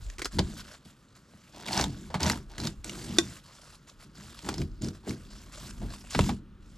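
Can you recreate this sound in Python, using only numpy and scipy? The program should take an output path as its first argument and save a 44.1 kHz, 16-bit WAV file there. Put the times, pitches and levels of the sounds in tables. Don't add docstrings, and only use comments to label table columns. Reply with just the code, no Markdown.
import sys
import numpy as np
from scipy import signal
from scipy.fft import rfft, irfft, next_fast_len
from scipy.io import wavfile
from scipy.ndimage import uniform_filter1d

SR = 44100
rng = np.random.default_rng(int(sys.argv[2]) if len(sys.argv) > 2 else 0)


def unload_wav(signal):
    wavfile.write(
        sys.argv[1],
        SR,
        np.round(np.clip(np.atleast_2d(signal).T, -1, 1) * 32767).astype(np.int16),
    )


N = 298557
TIME = np.arange(N) / SR

# (frequency [Hz], correlation [0-1])
MIC_LIKENESS = [(30, 0.88), (100, 1), (300, 0.97), (600, 0.89), (1200, 0.89), (2200, 0.7), (4500, 0.89),
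                (8000, 0.87), (12000, 0.7)]
# (frequency [Hz], left minus right [dB])
MIC_BALANCE = [(200, 0.15), (1000, 0), (2200, 0), (4500, -0.2), (8500, -2), (12000, -3)]
# (frequency [Hz], level [dB])
AIR_SPECTRUM = [(15, -41), (25, -9), (139, 0), (237, -4.5), (450, -14.5), (588, -16), (655, -25.5),
                (1310, -14.5), (2130, -26.5), (3010, -25.5), (7480, -39.5), (11800, -45.5), (15000, -56.5)]
# (frequency [Hz], level [dB])
BUFFET_SPECTRUM = [(20, -10.5), (45, 6.5), (70, -5.5), (120, -15.5), (300, -61.5)]
# (time [s], level [dB])
BREEZE_CURVE = [(0.0, -42.5), (0.5, -49.5), (0.85, -71), (1.6, -68), (1.95, -51.5), (2.85, -44), (3.4, -65),
                (4.0, -64), (4.65, -44.5), (5.3, -54.5), (5.7, -48), (6.77, -50.5)]
# (time [s], level [dB])
AIR_PUFFS = [(0.05, -38), (0.41, -39), (1.83, -44), (5.85, -35.5), (6.22, -31)]

# (frequency [Hz], level [dB], t60 [s])
BOARD_MODES = [(62.8, -9.5, .2), (85.9, -4, 0.22), (121.7, -5, 0.24), (152.3, -2.5, .16),
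               (186.4, -3.5, 0.21), (204.5, -1, 0.19), (238.3, -2.5, .16), (293.2, -3.5, 0.13),
               (329.2, -4, .13), (382.2, -3.5, 0.09), (478.4, -10.5, 0.099), (622.7, -16.5, 0.13),
               (705, -19, 0.078), (757, -18.5, 0.19), (812, -21.5, .1), (900, -13, 0.096),
               (1007, -22.5, 0.18), (1165, -26, .1)]
# (start [s], length [s], first level [dB], last level [dB])
HAND_PRESSES = [(0.322, 0.071, -43, -24.5), (0.385, 0.3, -31, -54), (1.546, 0.077, -55, -51),
                (1.845, 0.043, -29.5, -31), (1.9, 0.43, -42, -48.5), (2.335, 0.11, -33, -51),
                (2.832, 0.28, -46.5, -42.5), (3.081, 0.14, -33, -40), (3.207, 0.11, -36.5, -45),
                (4.04, .06, -50, -54), (4.16, 0.163, -46.5, -51.5), (4.68, .3, -50, -54),
                (5.17, 0.41, -50.5, -53.5), (5.6, 0.49, -44.5, -52), (5.794, 0.058, -38, -37.5),
                (6.147, .18, -27.5, -30), (6.361, 0.46, -51.5, -58.5)]
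# (start [s], length [s], first level [dB], last level [dB])
SKIN_SLIDES = [(0.0, 0.15, -58, -62), (0.306, 0.068, -48, -54), (0.404, .15, -56.5, -54),
               (0.56, 0.046, -46.5, -47), (0.63, 0.12, -57, -53), (0.836, 0.079, -59.5, -63.5),
               (1.142, 0.021, -64, -57), (1.27, 0.44, -70.5, -60.5), (1.88, 0.21, -56, -61),
               (2.33, 0.11, -49, -70), (2.834, 0.37, -49.5, -49), (3.201, .18, -52, -54),
               (3.425, .33, -60, -58.5), (3.866, 0.034, -54, -55.5), (3.984, 0.053, -59, -57),
               (4.14, 0.34, -56, -57), (4.922, 0.037, -62, -57.5), (5.036, 0.28, -63, -63),
               (5.295, 0.25, -55.5, -63.5), (5.511, 0.2, -51, -51.5), (5.714, 0.38, -62, -57.5),
               (5.888, .07, -49.5, -54), (6.092, 0.2, -43.5, -44), (6.3, 0.078, -52, -67.5),
               (6.597, 0.19, -72, -67)]
# (frequency [Hz], level [dB])
SLITHER_SPECTRUM = [(200, -11), (500, 1.5), (800, -6.5), (1100, -2), (1600, -1), (2200, -3.5), (3100, -1),
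                    (5000, 2), (6300, -0.5), (7400, 2.5), (8700, -4), (12000, -6.5), (15000, -22)]
# (time [s], slap [dB], slap pitch [Hz], thud [dB], slap t60 [s])
BOARD_KNOCKS = [(0.386, -15, 497, -25.5, 0.076), (0.391, -8, 4000, -32.5, 0.026),
                (0.851, -60, 730, -47, .04), (1.336, -45, 500, -53.5, 0.021),
                (1.796, -12, 990, -28.5, 0.025), (2.102, -35.5, 760, -57, 0.15),
                (2.142, -17, 917, -29.5, 0.098), (4.488, -20.5, 990, -40, 0.048),
                (4.621, -32, 500, -31.5, 0.02), (5.074, -34.5, 585, -44, 0.032),
                (5.816, -38, 600, -39, 0.3), (6.148, -12, 1330, -29, 0.047), (6.191, -7.5, 700, -21, 0.03),
                (6.292, -19.5, 895, -30, 0.083)]
# (frequency [Hz], level [dB])
SLAP_SPECTRUM = [(200, -6.5), (500, 4), (800, 2.5), (1500, -4), (2600, -4.5), (4600, -3.5), (6200, -12),
                 (7300, -11), (9000, -16.5), (12000, -23.5), (15000, -46)]

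# (time [s], level [dB], pitch [Hz])
RIM_TAPS = [(0.183, -30, 2060), (0.193, -26, 1470), (0.218, -21, 2080), (0.246, -23.5, 5150),
            (0.255, -18.5, 1350)]
# (frequency [Hz], level [dB], t60 [s])
KNIFE_MODES = [(341, -5.5, 0.075), (700, -21, 0.044), (1100, -24.5, 0.1), (1550, -21.5, 0.071),
               (1930, -18.5, 0.049), (2483, -20, 0.051), (3495, 1.5, 0.0099), (3616, 1.5, 0.018),
               (4600, -18.5, 0.032), (4970, -19, .03), (5800, -9, 0.022), (5735, -4, 0.013),
               (7100, -8.5, 0.018), (7380, -17, .02), (8980, -14.5, 0.013), (10300, -25, .012)]
# (time [s], level [dB], pitch [Hz])
BONE_CRACKS = [(0.1, -31.5, 1870), (1.663, -26.5, 3840), (1.684, -22.5, 2400), (1.73, -19, 4600),
               (1.776, -15, 4970), (1.811, -14.5, 5070), (1.84, -15.5, 3460), (2.205, -21.5, 1550),
               (2.231, -13.5, 5030), (2.264, -19, 5790), (2.298, -8.5, 1860), (2.318, -20.5, 5500),
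               (2.374, -30.5, 1200), (2.581, -25.5, 1790), (2.601, -24.5, 4500), (2.652, -25, 3980),
               (2.671, -18, 3800), (2.844, -23.5, 7700), (2.895, -23, 2970), (4.39, -32, 3320),
               (4.489, -17, 1370), (4.541, -26.5, 4600), (4.581, -27.5, 4840), (4.617, -27.5, 2380),
               (4.82, -29, 7300), (4.845, -29, 5210), (4.885, -29.5, 5240), (5.094, -26.5, 5090),
               (5.937, -31, 1220), (6.107, -29.5, 7550), (6.209, -20, 2760)]
# (frequency [Hz], level [dB])
FRACTURE_SPECTRUM = [(200, -14), (700, 0), (1500, -0.5), (2600, -3), (4600, 0), (6200, -2), (7300, -1.5),
                     (9000, -9), (12000, -15.5), (15000, -29.5)]
# (frequency [Hz], level [dB])
SPLINTER_SPECTRUM = [(1000, -16.5), (2500, 0), (5000, 1.5), (8000, -2), (12000, -11), (15500, -20.5)]
# (frequency [Hz], level [dB])
CRUNCH_SPECTRUM = [(250, -24.5), (520, -1.5), (660, -0.5), (920, 1), (1150, -5.5), (1700, -4.5),
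                   (2700, -6.5), (4600, -4), (7200, -11.5), (9000, -19), (12000, -26.5), (15000, -37.5)]
# (frequency [Hz], level [dB])
JUDDER_SPECTRUM = [(100, -19), (220, -9.5), (330, 0.5), (450, -0.5), (600, -1.5), (900, -22), (2000, -31.5)]
# (start [s], length [s], crunch [dB], judder [dB])
LIGHT_DRAWS = [(1.532, .13, -48, -53.5), (2.09, 0.13, -59, -57), (2.489, 0.11, -51.5, -57.5),
               (2.84, .335, -56, -48.5), (5.026, .04, -55.5, -56)]
# (start [s], rise [s], fall [s], crunch [dB], judder [dB], wet skin [dB], rumble [dB])
KNIFE_STROKES = [(1.655, 0.14, 0.044, -28, -35.5, -39.5, -31.5), (2.19, 0.081, 0.066, -29, -37, -41.5, -27),
                 (2.573, 0.084, 0.012, -44, -48, -42.5, -32), (4.426, 0.071, 0.08, -41.5, -38, -50, -38.5),
                 (4.568, 0.038, 0.008, -59, -39, -52, -29.5), (4.807, 0.0415, 0.033, -60, -35, -49, -30.5),
                 (5.062, 0.038, 0.018, -51, -34, -47.5, -31.5)]

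CUT_RELEASE_S, BOARD_RELEASE_S = .026, .041
SWELL_DB_PER_S, EASE_DB_PER_S = 103.5, 137.5
KNOCK_WIDTH_HZ = 140


def from_db(db):
    return 10 ** (np.asarray(db) / 20)


def to_db(gain):
    return 20 * np.log10(gain + 1e-9)


def rms_one(x):
    return x / np.sqrt(np.mean(x ** 2) + 1e-20)


def at_hz(points, hz):
    f, value = np.transpose(points)
    return np.interp(np.log(hz + 1), np.log(f), value)


def drift(per_s):
    knots = rng.standard_normal(4000)
    return rms_one(np.interp(TIME * per_s, np.arange(len(knots)), knots))


def add(out, s, sound):
    at = int(s * SR)
    out[..., at:at + sound.shape[-1]] += sound[..., :N - at]


def butter(x, order, hz, kind="low"):
    return signal.sosfilt(signal.butter(order, hz, kind, fs=SR, output="sos"), x)


def colour(x, spectrum):
    size = 4096
    gain = rms_one(from_db(at_hz(spectrum, np.arange(size // 2 + 1) * SR / size)))
    cepstrum = irfft(np.log(gain))
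    cepstrum[1:size // 2] *= 2
    cepstrum[size // 2 + 1:] = 0
    return signal.oaconvolve(x, irfft(np.exp(rfft(cepstrum))))[:N]


def resonance(x, hz, width_hz):
    r = np.exp(-np.pi * width_hz / SR)
    feedback = [1, -2 * r * np.cos(2 * np.pi * hz / SR), r * r]
    return signal.lfilter(np.array([1, 0, -1]) * (1 - r * r) / 2, feedback, x)


def ring(force, modes, spread_db=0):
    out = 0
    for k, (hz, db, t60) in enumerate(modes):
        r, w = np.exp(-np.log(1000) / (t60 * SR)), 2 * np.pi * hz / SR
        strength = (-1) ** k * from_db(db + spread_db * rng.standard_normal())
        out += strength * signal.lfilter([0, np.sin(w)], [1, -2 * r * np.cos(w), r * r], force + 1e-18)
    return out


def evened(x, samples):
    return x / np.sqrt(np.abs(uniform_filter1d(x * x, samples)) + 1e-9)


def grains(per_s, size_db):
    sizes = from_db(size_db * np.minimum(rng.exponential(1, N), 4.5)) * rng.choice([-1, 1], N)
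    return rms_one(sizes * (rng.random(N) < per_s / SR))


def pitched_grains(per_s, size_db, cycles, patchy_db, patches_per_s):
    pitches = np.geomspace(600, 13000, 22)
    ticks = grains(per_s, size_db)
    dealt = rng.choice(len(pitches), N, p=pitches / pitches.sum())
    out = np.zeros(N)
    for k, hz in enumerate(pitches):
        at, share = np.flatnonzero(dealt == k), np.full(N, 1e-18)
        patches = np.interp(TIME[at] * patches_per_s, np.arange(1000), rng.standard_normal(1000))
        share[at] = ticks[at] * from_db(patchy_db * patches) / np.sqrt(hz)
        out += resonance(share, hz, hz / cycles) / np.sqrt(hz)
    return rms_one(out)


def burst(hz, t60, focus, width, tail_db, tail_s):
    t = TIME[:SR // 6]
    rise = 1 - np.exp(-t / .00027)
    spike = .93 * np.exp(-t / .00098)
    run = np.exp(-np.log(1000) * t / t60)
    tail = from_db(tail_db) * np.exp(-t / tail_s)
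    breaks = rng.standard_normal(len(t))
    pitched = breaks + focus * resonance(breaks, hz, width * hz)
    return evened(pitched, samples=90) * rise * (spike + run + tail) / np.pi


def gate(start, length, attack_s, release_s):
    t = np.maximum(TIME - start, 0)
    return (1 - np.exp(-t / attack_s)) ** 2 * np.exp(-np.clip((t - length) / release_s, 0, 20))


def gestures(rows, attack_s, release_s):
    power = 0
    for start, length, first_db, last_db in rows:
        ramp = from_db(np.interp(TIME, [start, start + length], [first_db, last_db]))
        power += (ramp * gate(start, length, attack_s, release_s)) ** 2
    return np.sqrt(power)


def open_air():
    return from_db(-59.5) * rms_one(colour(rng.standard_normal(N), AIR_SPECTRUM))


def wind_on_microphone():
    breeze_db = np.interp(TIME, *np.transpose(BREEZE_CURVE))
    gust_db, puff_width_s = 3 * drift(per_s=9), .052
    puffs = sum(from_db(db) * np.exp(-((TIME - s) / puff_width_s) ** 2) for s, db in AIR_PUFFS)
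    buffet = evened(colour(rng.standard_normal(N), BUFFET_SPECTRUM), samples=5000)
    return from_db(-.5) * (from_db(breeze_db + gust_db) + puffs) * buffet


def truck_reflections(x, t60, wet_db):
    t = TIME[:SR // 4]
    scatter = rng.standard_normal((2, len(t))) * np.exp(-np.log(1000) * t / t60) * (t > .001)
    scatter = butter(scatter, 1, 1500, "high")
    scatter /= np.sqrt(np.sum(scatter ** 2, axis=1, keepdims=True))
    return from_db(wet_db) * signal.oaconvolve(x[None], scatter, axes=1)[:, :N]


def stereo_microphone(x):
    size = next_fast_len(N + 2000)
    hz = np.arange(size // 2 + 1) * SR / size
    side = np.array([[1], [-1]])
    phase = side * np.arccos(np.clip(at_hz(MIC_LIKENESS, hz), -1, 1)) / 2
    gain = from_db(side * at_hz(MIC_BALANCE, hz) / 2)
    return irfft(rfft(x, size) * np.exp(1j * phase) * gain, size)[:, :N]


def board_rumble(stroke_load):
    hand_load = gestures(HAND_PRESSES, attack_s=.008, release_s=BOARD_RELEASE_S)
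    drag = butter(grains(per_s=1200, size_db=1.5), 2, 280)
    rumble = evened(ring(drag, BOARD_MODES), samples=1100)
    return from_db(-1.24) * np.hypot(stroke_load, hand_load) * rumble


def board_flex(stroke_load, hz=100, width_hz=120):
    push = grains(per_s=1100, size_db=1.5)
    bend = resonance(resonance(push, hz, width_hz), hz, width_hz)
    return from_db(-7.5) * stroke_load * evened(bend, samples=1500)


def skin_slither(stroke_slide, attack_s=.0086, release_s=.017):
    creep = from_db(-72) * gate(0, 6.38, attack_s, release_s)
    handling = np.hypot(gestures(SKIN_SLIDES, attack_s, release_s), creep)
    level_db = to_db(np.hypot(stroke_slide, handling))
    ticks = pitched_grains(per_s=14000, size_db=3.5, cycles=6.6, patchy_db=3.5, patches_per_s=20)
    clumps = from_db(2 * drift(per_s=110))
    wet = evened(colour(ticks * clumps, SLITHER_SPECTRUM), samples=1500)
    dull = butter(wet, 1, 2200)
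    brisk_db = np.maximum(level_db + 56, 0)
    return from_db(level_db + 3) * (wet - dull + dull * from_db(-.24 * brisk_db))


def board_knocks():
    slaps, thuds = np.zeros(N), np.zeros(N)
    t, contact_s = TIME[:SR // 2], .0006
    push = t / contact_s * np.exp(-t / contact_s)
    for s, db, hz, thud_db, t60 in BOARD_KNOCKS:
        add(slaps, s, from_db(db) * burst(hz, t60, focus=2.64, width=.91, tail_db=-25.5, tail_s=.026))
        add(thuds, s, from_db(thud_db) * ring(push / push.sum(), BOARD_MODES, spread_db=2.5))
    knock = resonance(slaps, hz=373, width_hz=KNOCK_WIDTH_HZ)
    return from_db(-4.5) * colour(slaps, SLAP_SPECTRUM) + from_db(5) * knock + from_db(3) * thuds


def rim_taps():
    taps = np.zeros(N)
    for s, db, hz in RIM_TAPS:
        add(taps, s, from_db(db) * burst(hz, t60=.05, focus=5, width=.088, tail_db=-24, tail_s=.015))
    knock = resonance(taps, hz=350, width_hz=KNOCK_WIDTH_HZ)
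    return from_db(-1.5) * colour(taps, FRACTURE_SPECTRUM) + from_db(15.5) * knock


def blade_flick(at_s):
    force, crack = np.zeros(N), np.zeros(N)
    t, settle_s = TIME[:SR // 4], .035
    chatter = from_db(-48) * rng.standard_normal(len(t)) * np.exp(-t / settle_s)
    add(force, at_s, np.ones(1))
    add(force, at_s, chatter)
    add(crack, at_s, burst(hz=5500, t60=.027, focus=.96, width=.6, tail_db=-25, tail_s=.018))
    return from_db(-7.5) * (ring(force, KNIFE_MODES) + from_db(-2) * colour(crack, FRACTURE_SPECTRUM))


def bone_cracks():
    cracks = np.zeros(N)
    for s, db, hz in BONE_CRACKS:
        crack = burst(hz, t60=.022, focus=3.6, width=.17, tail_db=-26.5, tail_s=.012)
        add(cracks, s, from_db(db) * crack)
    return from_db(-.5) * colour(cracks, FRACTURE_SPECTRUM) + from_db(-33) * ring(cracks, BOARD_MODES)


def splinters(effort, per_s=110):
    sizes = from_db(rng.uniform(-15, 0, N)) * rng.choice([-1, 1], N)
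    ticks = sizes * (rng.random(N) < per_s / SR)
    return from_db(-11.5) * effort * rms_one(colour(ticks, SPLINTER_SPECTRUM))


def stroke_force(start, rise, fall, release_s):
    t = np.clip(TIME - start - rise, -rise, fall)
    force_db = np.minimum(SWELL_DB_PER_S * t, -EASE_DB_PER_S * t)
    return from_db(force_db) * gate(start, rise + fall, attack_s=.0071, release_s=release_s)


def cutting_forces():
    effort, shake, slide, load = np.zeros((4, N))
    for start, length, crunch_db, judder_db in LIGHT_DRAWS:
        force = gate(start, length, attack_s=.0066, release_s=CUT_RELEASE_S)
        effort += from_db(crunch_db) * force
        shake += from_db(judder_db) * force
    for start, rise, fall, crunch_db, judder_db, wet_db, rumble_db in KNIFE_STROKES:
        force = stroke_force(start, rise, fall, CUT_RELEASE_S)
        effort += from_db(crunch_db) * force
        shake += from_db(judder_db) * force
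        slide += from_db(wet_db) * force
        load += from_db(rumble_db) * stroke_force(start, rise, fall, BOARD_RELEASE_S)
    return effort, shake, slide, load


def stick_slip(per_s, release_s, steady):
    jumps = rng.uniform(.32, 1, N) * (rng.random(N) < per_s / SR)
    return steady + signal.lfilter([1], [1, -np.exp(-1 / (release_s * SR))], jumps + 1e-18)


def knife_crunch(effort, shake):
    slips = stick_slip(per_s=210, release_s=.0016, steady=.23)
    tears = pitched_grains(per_s=16000, size_db=3, cycles=5.2, patchy_db=1.5, patches_per_s=74) * slips
    knocks = ring(grains(per_s=900, size_db=1) * slips, BOARD_MODES)
    gristle = evened(colour(tears, CRUNCH_SPECTRUM), samples=900)
    hollow = evened(butter(knocks, 2, [660, 1050], "band"), samples=700)
    judder = evened(colour(knocks, JUDDER_SPECTRUM), samples=700)
    return from_db(-3) * effort * gristle + from_db(2) * effort ** 1.284 * hollow + shake * judder


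def scene():
    effort, shake, slide, load = cutting_forces()
    cuts = knife_crunch(effort, shake) + splinters(effort) + bone_cracks()
    work = cuts + rim_taps() + blade_flick(at_s=3.1848) + skin_slither(slide) + board_knocks()
    background = board_rumble(load) + board_flex(load) + wind_on_microphone() + open_air()
    return stereo_microphone(work + background) + truck_reflections(work, t60=.11, wet_db=-11.5)


def record(dry):
    high_cut = signal.ellip(10, .2, 80, 15500, fs=SR, output="sos")
    return signal.sosfilt(high_cut, butter(dry, 2, 20, "high"))


dry = scene()
out = record(dry)
unload_wav(out)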